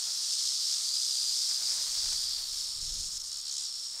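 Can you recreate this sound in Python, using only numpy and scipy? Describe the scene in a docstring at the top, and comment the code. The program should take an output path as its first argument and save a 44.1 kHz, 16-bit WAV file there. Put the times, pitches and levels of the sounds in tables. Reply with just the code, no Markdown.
"""A heap of live cicadas buzzes in an iron pan outdoors. Each snaps two tymbals in turn, every snap a
short falling chirp. At first the crowd blurs into a hiss, with ringing calls on top and legs tapping
the pan. More are shaken out of a thin bag, which rustles most from 1.5 to 2.2 s. From 2 s a little
wind touches the microphone. Then the buzz turns hollow and the crowd thins, until in the last second
single rasping voices stand out."""
import sys
import numpy as np
from scipy import signal
from scipy.fft import rfft, irfft
from scipy.io import wavfile
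from scipy.ndimage import uniform_filter1d

SR = 44100
rng = np.random.default_rng(int(sys.argv[2]) if len(sys.argv) > 2 else 0)


def materialize(psi):
    """Save the field psi as 16-bit PCM at rate SR to the path in sys.argv[1].

    A 1-D psi becomes a single channel; in a 2-D psi each row is a channel.
    """
    bounded = np.clip(np.atleast_2d(psi).T, -1, 1)
    quanta = np.round(bounded * 32767).astype(np.int16)
    wavfile.write(sys.argv[1], SR, quanta)


N = 176400

# The crowd's fader. Each row: time in seconds, level in dB, treble boost in dB.
CROWD_FADER = [(0, -34.5, 1), (.2, -35.5, 1), (.3, -32.5, 1), (.45, -31.5, 1), (.6, -33, 0),
               (.74, -31, -0.5), (.82, -33.5, 1.5), (1.05, -33, 2), (1.35, -32.5, 1), (1.48, -33.5, 2.5),
               (1.6, -34, 0.5), (1.71, -34.5, 4), (1.78, -32.5, 1), (1.87, -34, 1), (2.12, -33, 1.5),
               (2.22, -34, 0), (2.36, -33.5, -3.5), (2.45, -37, -2), (2.6, -35.5, 0), (2.76, -39, 1.5),
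               (2.95, -38, -2), (3.08, -41, 5), (3.19, -46, -0.5), (3.27, -46.5, 7), (3.32, -41.5, -3),
               (3.38, -41.5, -1), (3.435, -43, -3), (3.48, -38.5, -3), (3.63, -38, 0), (3.73, -40.5, -2),
               (3.85, -40.5, -0.5), (4, -45.5, 3.5)]
# The crowd's bright hiss. Each row: frequency in Hz, gain in dB.
CROWD_EQ = [(300, -68), (1500, -33), (2500, -27.5), (2950, -20.5), (3350, -12), (3700, -9.5), (4150, -4.5),
            (4700, -2), (5400, -3), (6050, -5), (7000, -8), (8600, -10.5), (9500, -15.5), (10700, -24.5),
            (13500, -27), (15700, -40.5)]
# The fizz at the very top of the crowd. Each row: time in seconds, level in dB.
FIZZ_FADER = [(0, -54.5), (.95, -53.5), (1.3, -52), (2.6, -54.5), (2.82, -60.5), (3.0, -59), (3.45, -62.5),
              (4, -63)]


def crowd(count=11, rate_hz=67, top_hz=9573, end_hz=3831, restless_db=2.5, steady_s=0.098):
    """Many buried insects, each at its own rate and pitch; as one fades the others fill in."""
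    buzz = np.zeros(N)
    for pace, tuning, imbalance, lag_s in rng.uniform(-1, 1, (count, 4)):
        pitch = 1 + 0.1326 * tuning
        snap = chirp(top_hz * pitch, end_hz * pitch)
        voice = tymbals(N, rate_hz * (1 + .06 * pace), -9 * abs(imbalance), snap, rough=1.0, wander=.02)
        voice = iron_pan(voice, echo_db=-7)
        buzz += np.roll(voice, int(lag_s * SR)) * amp(restless_db * drift(N, hz=18))
    buzz = coloured(flattened(buzz), CROWD_EQ)
    buzz /= np.sqrt(uniform_filter1d(buzz ** 2, int(steady_s * SR)))  # level it ahead of the fader
    highs = filtered(buzz, "high", hz=5570, order=3)
    fizz = filtered(buzz, "high", hz=10120, order=8)
    body = buzz - highs
    treble = (highs - fizz) * amp(curve(CROWD_FADER, column=2))
    return amp(curve(CROWD_FADER)) * (body + treble) + amp(curve(FIZZ_FADER)) * unit(fizz)


# Close rasps. Each row: start in seconds, length in seconds, level in dB, snap rate of one tymbal in Hz,
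# top of the chirp in Hz, pitch it falls toward in Hz, second tymbal against the first in dB.
RASP_CUES = [ (0.061, 0.25, -41.5, 68, 7430, 4130, -18), (2.37, .11, -42, 63, 6250, 4210, -17),
             (2.495, .27, -43.5, 63, 8380, 4010, -13), (2.805, .278, -39, 70, 9500, 4200, 0),
             (3.102, .006, -39, 68, 8000, 4200, 0), (3.117, .06, -37.2, 70, 9800, 4100, 0),
             (3.196, .02, -39.2, 68, 9500, 4700, 0), (3.235, .064, -41, 72, 9500, 4000, -1),
             (3.3135, .117, -40, 71.5, 10500, 3600, -16), (3.451, .052, -38.5, 71.5, 9500, 3500, -11),
             (3.509, 0.08, -35.3, 71.5, 9400, 4900, -14), (3.592, 0.073, -38, 70.5, 9960, 3900, -11),
             (3.679, 0.4, -46.5, 68, 10500, 3900, -9)]
# The bite of a close rasp. Each row: frequency in Hz, gain in dB.
RASP_EQ = [(500, -45), (2400, -14), (3400, 1.5), (4400, 6), (5300, -5.5), (6150, 2.5), (7200, 1), (9000, 4),
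           (10500, -8.5), (15000, -21)]


def rasping_cicadas():
    """Insects on top of the heap whose snaps sweep down a wide band."""
    out = np.zeros(N)
    for start, length, db, rate_hz, top_hz, end_hz, second_db in RASP_CUES:
        snap = chirp(top_hz, end_hz)
        add(out, start, call(length, db, rate_hz, second_db, snap, RASP_EQ, rough=.55))
    return out


# Ringing calls. Each row: start in seconds, length in seconds, level in dB, snap rate of one tymbal in
# Hz, ring pitch in Hz, fall below that pitch as a fraction, second tymbal against the first in dB.
RING_CUES = [(0.02, .25, -41.5, 66.3, 5340, .15, -4), (0.281, .33, -39, 65.7, 5320, .15, -3),
             (0.65, 0.11, -37, 65.7, 5320, .12, -11), (.52, 0.24, -40.5, 67.7, 4830, .15, -9),
             (0.84, 0.1, -38.5, 65, 4780, .1, -2), (0.935, 0.65, -36.3, 64.6, 4940, .16, -7),
             (1.315, 0.2, -38.5, 63.5, 5320, .15, 0), (1.62, 0.12, -36, 63.4, 4886, .14, -1),
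             (1.65, 0.08, -36.5, 62.4, 5380, .13, -1), (1.75, .1, -40.5, 63, 5030, .12, -1),
             (1.93, 0.44, -39, 65.35, 4840, .15, -8), (1.94, 0.39, -41, 62.6, 5230, .13, -2),
             (2.474, 0.29, -42, 64, 5370, .095, 3), (2.769, 0.86, -44, 63.6, 5340, .095, 7),
             (3.633, .38, -41.5, 63.2, 5370, .095, 0.5)]
# The band the abdomen passes. Each row: multiple of the ring pitch, gain in dB.
ABDOMEN_EQ = [(.1, -50), (.5, -24), (.87, -5), (1, 0), (1.12, -6), (1.7, -14), (3, -30)]


def ringing_cicadas():
    """Close insects whose narrow chirps ring on the abdomen's resonance."""
    out = np.zeros(N)
    for start, length, db, rate_hz, ring_hz, fall, second_db in RING_CUES:
        snap = chirp(ring_hz * (1 + fall * 0.598), ring_hz * (1 - fall), length_s=0.0094, sweep_s=0.00926)
        abdomen = [(ring_hz * ratio, gain_db) for ratio, gain_db in ABDOMEN_EQ]
        add(out, start, call(length, db, rate_hz, second_db, snap, abdomen, rough=.5))
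    return out


def call(length, db, rate_hz, second_db, snap, eq, rough, release_s=0.0068):
    """One close insect starts, holds with a slight waver and stops."""
    t = np.arange(0, length + release_s, 1 / SR)
    gate = np.clip(np.minimum(2 * t, t[-1] - t) / release_s, 0, 1)
    buzz = tymbals(len(t), rate_hz, second_db, snap, rough)
    voice = coloured(iron_pan(buzz, echo_db=-11), eq)
    return amp(db + 0.27 * drift(len(t), hz=9.5)) * gate * unit(voice)


def tymbals(n, rate_hz, second_db, snap, rough, wander=.006, jitter_s=.0002, spread_db=1.7):
    """Two tymbals snap in turn, slightly unevenly; each snap carries a puff of noise."""
    waves, swell = snap
    chances = rng.standard_normal((900, 2))
    variants = rng.integers(0, len(waves), 900)
    turns = np.cumsum(2 * rate_hz * (1 + wander * drift(n, hz=7))) / SR
    times = np.flatnonzero(np.diff(np.floor(turns), prepend=-1) > 0) / SR  # one snap per whole turn
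    tone, puffs = np.zeros((2, n))
    for k, (start, (late, size), variant) in enumerate(zip(times, chances, variants)):
        gain = amp(spread_db * size + second_db * (k % 2))
        add(tone, start + late * jitter_s, gain * waves[variant])
        add(puffs, start + late * jitter_s, gain * swell)
    noise = puffs * rng.standard_normal(N)[:n]
    return unit(unit(tone) + rough * unit(noise))


def chirp(top_hz, end_hz, length_s=0.0081, sweep_s=.0035):
    """A snap falls in pitch as rib after rib buckles. Gives six detuned variants and their envelope."""
    t = np.arange(0, length_s, 1 / SR)
    detune = np.linspace(.96, 1.04, 6)[:, None]
    hz = (end_hz + (top_hz - end_hz) * np.exp(-t / sweep_s)) * detune
    swell = np.sin(np.pi * (t / length_s) ** 1.114) ** 1.07  # builds more slowly than it stops
    cycles = np.cumsum(hz, 1) / SR + rng.random()
    return swell * np.sin(2 * np.pi * cycles), swell


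def iron_pan(x, echo_db, count=40, t60_s=0.032):
    """Quick reflections between the iron walls, different for every place in the heap."""
    delay_s = rng.uniform(.0004, .012, count)
    sign = rng.choice([-1, 1], count)
    taps = np.zeros(SR // 20)
    taps[(delay_s * SR).astype(int)] = sign * amp(-60 * delay_s / t60_s)
    taps *= amp(echo_db) / np.linalg.norm(taps)
    taps[0] = 1  # the direct sound
    return signal.oaconvolve(x, taps / np.linalg.norm(taps))[:len(x)]


# A scoop in the buzz. Each row: time in seconds, gain of the scooped band in dB.
HOLLOW_FADER = [(2.15, -0.5), (2.35, -4.5), (2.6, -2), (2.76, -10), (2.9, -5.5), (3.3, -4), (3.46, -10),
                (3.53, -5), (3.6, -11.5), (3.7, -7), (4, -7)]


def hollowed(buzz, centre_hz=6170, width_hz=580):
    """The buzz turns hollow as a narrow band just above its ring dips."""
    band = filtered(buzz, "band", hz=[centre_hz - width_hz / 2, centre_hz + width_hz / 2], order=2)
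    return buzz + band * (amp(curve(HOLLOW_FADER)) - 1)


# The bag's running rustle. Each row: time in seconds, level in dB.
RUSTLE_FADER = [(0, -58), (.6, -70), (.8, -58.5), (.95, -70), (1.7, -55.5), (2.15, -59.5), (2.6, -63),
                (3.85, -75.5)]
# Single scrapes of the bag. Each row: start in seconds, length in seconds, level in dB.
SCRAPE_CUES = [(0.055, .06, -54), (1.482, 0.051, -53.5), (1.594, .06, -53.5), (1.677, 0.085, -52.5),
               (1.764, 0.039, -53), (1.798, 0.024, -52), (1.852, 0.057, -53), (1.94, 0.055, -52.5),
               (2.01, 0.098, -53.5), (2.101, 0.068, -55), (2.373, .065, -56), (3.913, .1, -59)]
# The tone of the thin bag. Each row: frequency in Hz, gain in dB.
BAG_EQ = [(100, -1.5), (300, -1.5), (650, 5.5), (1300, 7), (2300, 7), (5000, -7), (13000, -33),
          (16000, 1.5)]


def bag():
    """Dense soft crinkles that swell with each scrape as the bag is shaken empty."""
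    rubbing = amp(curve(RUSTLE_FADER))
    scraping = np.zeros(N)
    for start, length, db in SCRAPE_CUES:
        arch = np.sin(np.pi * np.arange(0, length, 1 / SR) / length).clip(0)
        add(scraping, start, amp(db) * np.sqrt(arch))
    crinkles = coloured(ticks(per_s=4500, spread_db=1.7), BAG_EQ)
    return np.hypot(rubbing, scraping) * unit(crinkles)


# The hollow ring of the tapped pan. Each row: frequency in Hz, gain in dB.
PAN_EQ = [(300, -32), (800, -11), (1050, -5.5), (1220, 0), (1480, -11), (2000, -17), (4000, -25.5)]


def scrabble(start_db=-65, fade_db_per_s=1.9):
    """Legs and wings tap against the pan as the heap slowly settles."""
    taps = coloured(ticks(per_s=1300), PAN_EQ)
    return amp(start_db - fade_db_per_s * np.arange(N) / SR) * unit(taps)


# The gusts. Each row: time in seconds, level in dB.
WIND_FADER = [(1.1, -82), (1.26, -68), (1.44, -75.5), (2.02, -57.5), (2.04, -51.5), (2.49, -63.5),
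              (2.53, -55), (2.71, -63), (2.82, -47.5), (3.01, -47), (3.09, -53.5), (3.42, -69.5),
              (4.0, -75)]
# The wind's deep rumble. Each row: frequency in Hz, gain in dB.
WIND_EQ = [(8.8, -53), (15, 4), (41, -3.5), (237, -26.5), (300, -33.5), (520, -35), (900, -52),
           (3000, -100)]
# The open-air bed. Each row: frequency in Hz, gain in dB.
AIR_EQ = [(20, -2), (120, 0.5), (300, 0), (520, -2), (800, -1), (1300, 5.5), (2200, -6), (5000, -10),
          (16000, -29)]


def outdoors(air_db=-66.5):
    """Low gusts on the microphone over a quiet bed of open air."""
    wind = amp(curve(WIND_FADER)) * unit(coloured(rng.standard_normal(N), WIND_EQ))
    air = amp(air_db) * unit(coloured(rng.standard_normal(N), AIR_EQ))
    return wind + air


def ticks(per_s, spread_db=0.0):
    """Random small clicks of uneven size; spread_db adds random accents."""
    clicks = (rng.random(N) < per_s / SR) * rng.standard_normal(N)
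    return clicks * amp(spread_db * np.minimum(rng.exponential(1, N), 3))


def drift(n, hz):
    """A slow random wobble with a spread of about 1."""
    knots = rng.standard_normal(400)
    return np.interp(np.arange(n) / SR * hz, np.arange(len(knots)), knots)


def coloured(x, eq):
    """Applies an EQ curve of (Hz, dB) points."""
    points_hz, db = np.transpose(eq)
    hz = np.fft.rfftfreq(len(x), 1 / SR)
    gain = amp(np.interp(np.log(hz + 1), np.log(points_hz + 1), db))
    return irfft(rfft(x) * gain, len(x))


def flattened(x, bins=1200):
    """Evens out the long-term spectrum and keeps the pulses."""
    spectrum = rfft(x)
    power = abs(uniform_filter1d(abs(spectrum) ** 2, bins))
    return irfft(spectrum / np.sqrt(power + 1e-9), len(x))


def filtered(x, kind, hz, order):
    """A filter run both ways, so the band stays in phase."""
    return signal.sosfiltfilt(signal.butter(order, hz, kind, fs=SR, output="sos"), x)


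def amp(db):
    """Decibels to gain."""
    return 10 ** (np.asarray(db) / 20)


def unit(x):
    """Scales to rms 1."""
    return x / np.sqrt(np.mean(x ** 2) + 1e-20)


def curve(table, column=1):
    """One column of a fader table, for every sample."""
    table = np.array(table)
    return np.interp(np.arange(N) / SR, table[:, 0], table[:, column])


def add(mix, start_s, sound):
    """Mixes a sound in at its start time."""
    part = mix[max(round(start_s * SR), 0):][:len(sound)]
    part += sound[:len(part)]


def scene():
    """Cicadas in front, pan, bag and open air behind, alike in both channels."""
    cicadas = hollowed(crowd() + rasping_cicadas() + ringing_cicadas())
    mono = cicadas + scrabble() + bag() + outdoors()
    return np.array([mono, mono])


def record(dry):
    """A steep high cut at 15750 Hz."""
    high_cut = signal.firwin(511, 15750, window=("kaiser", 9), fs=SR)
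    return signal.oaconvolve(dry, high_cut[None], "same")


dry = scene()
out = record(dry)
materialize(out)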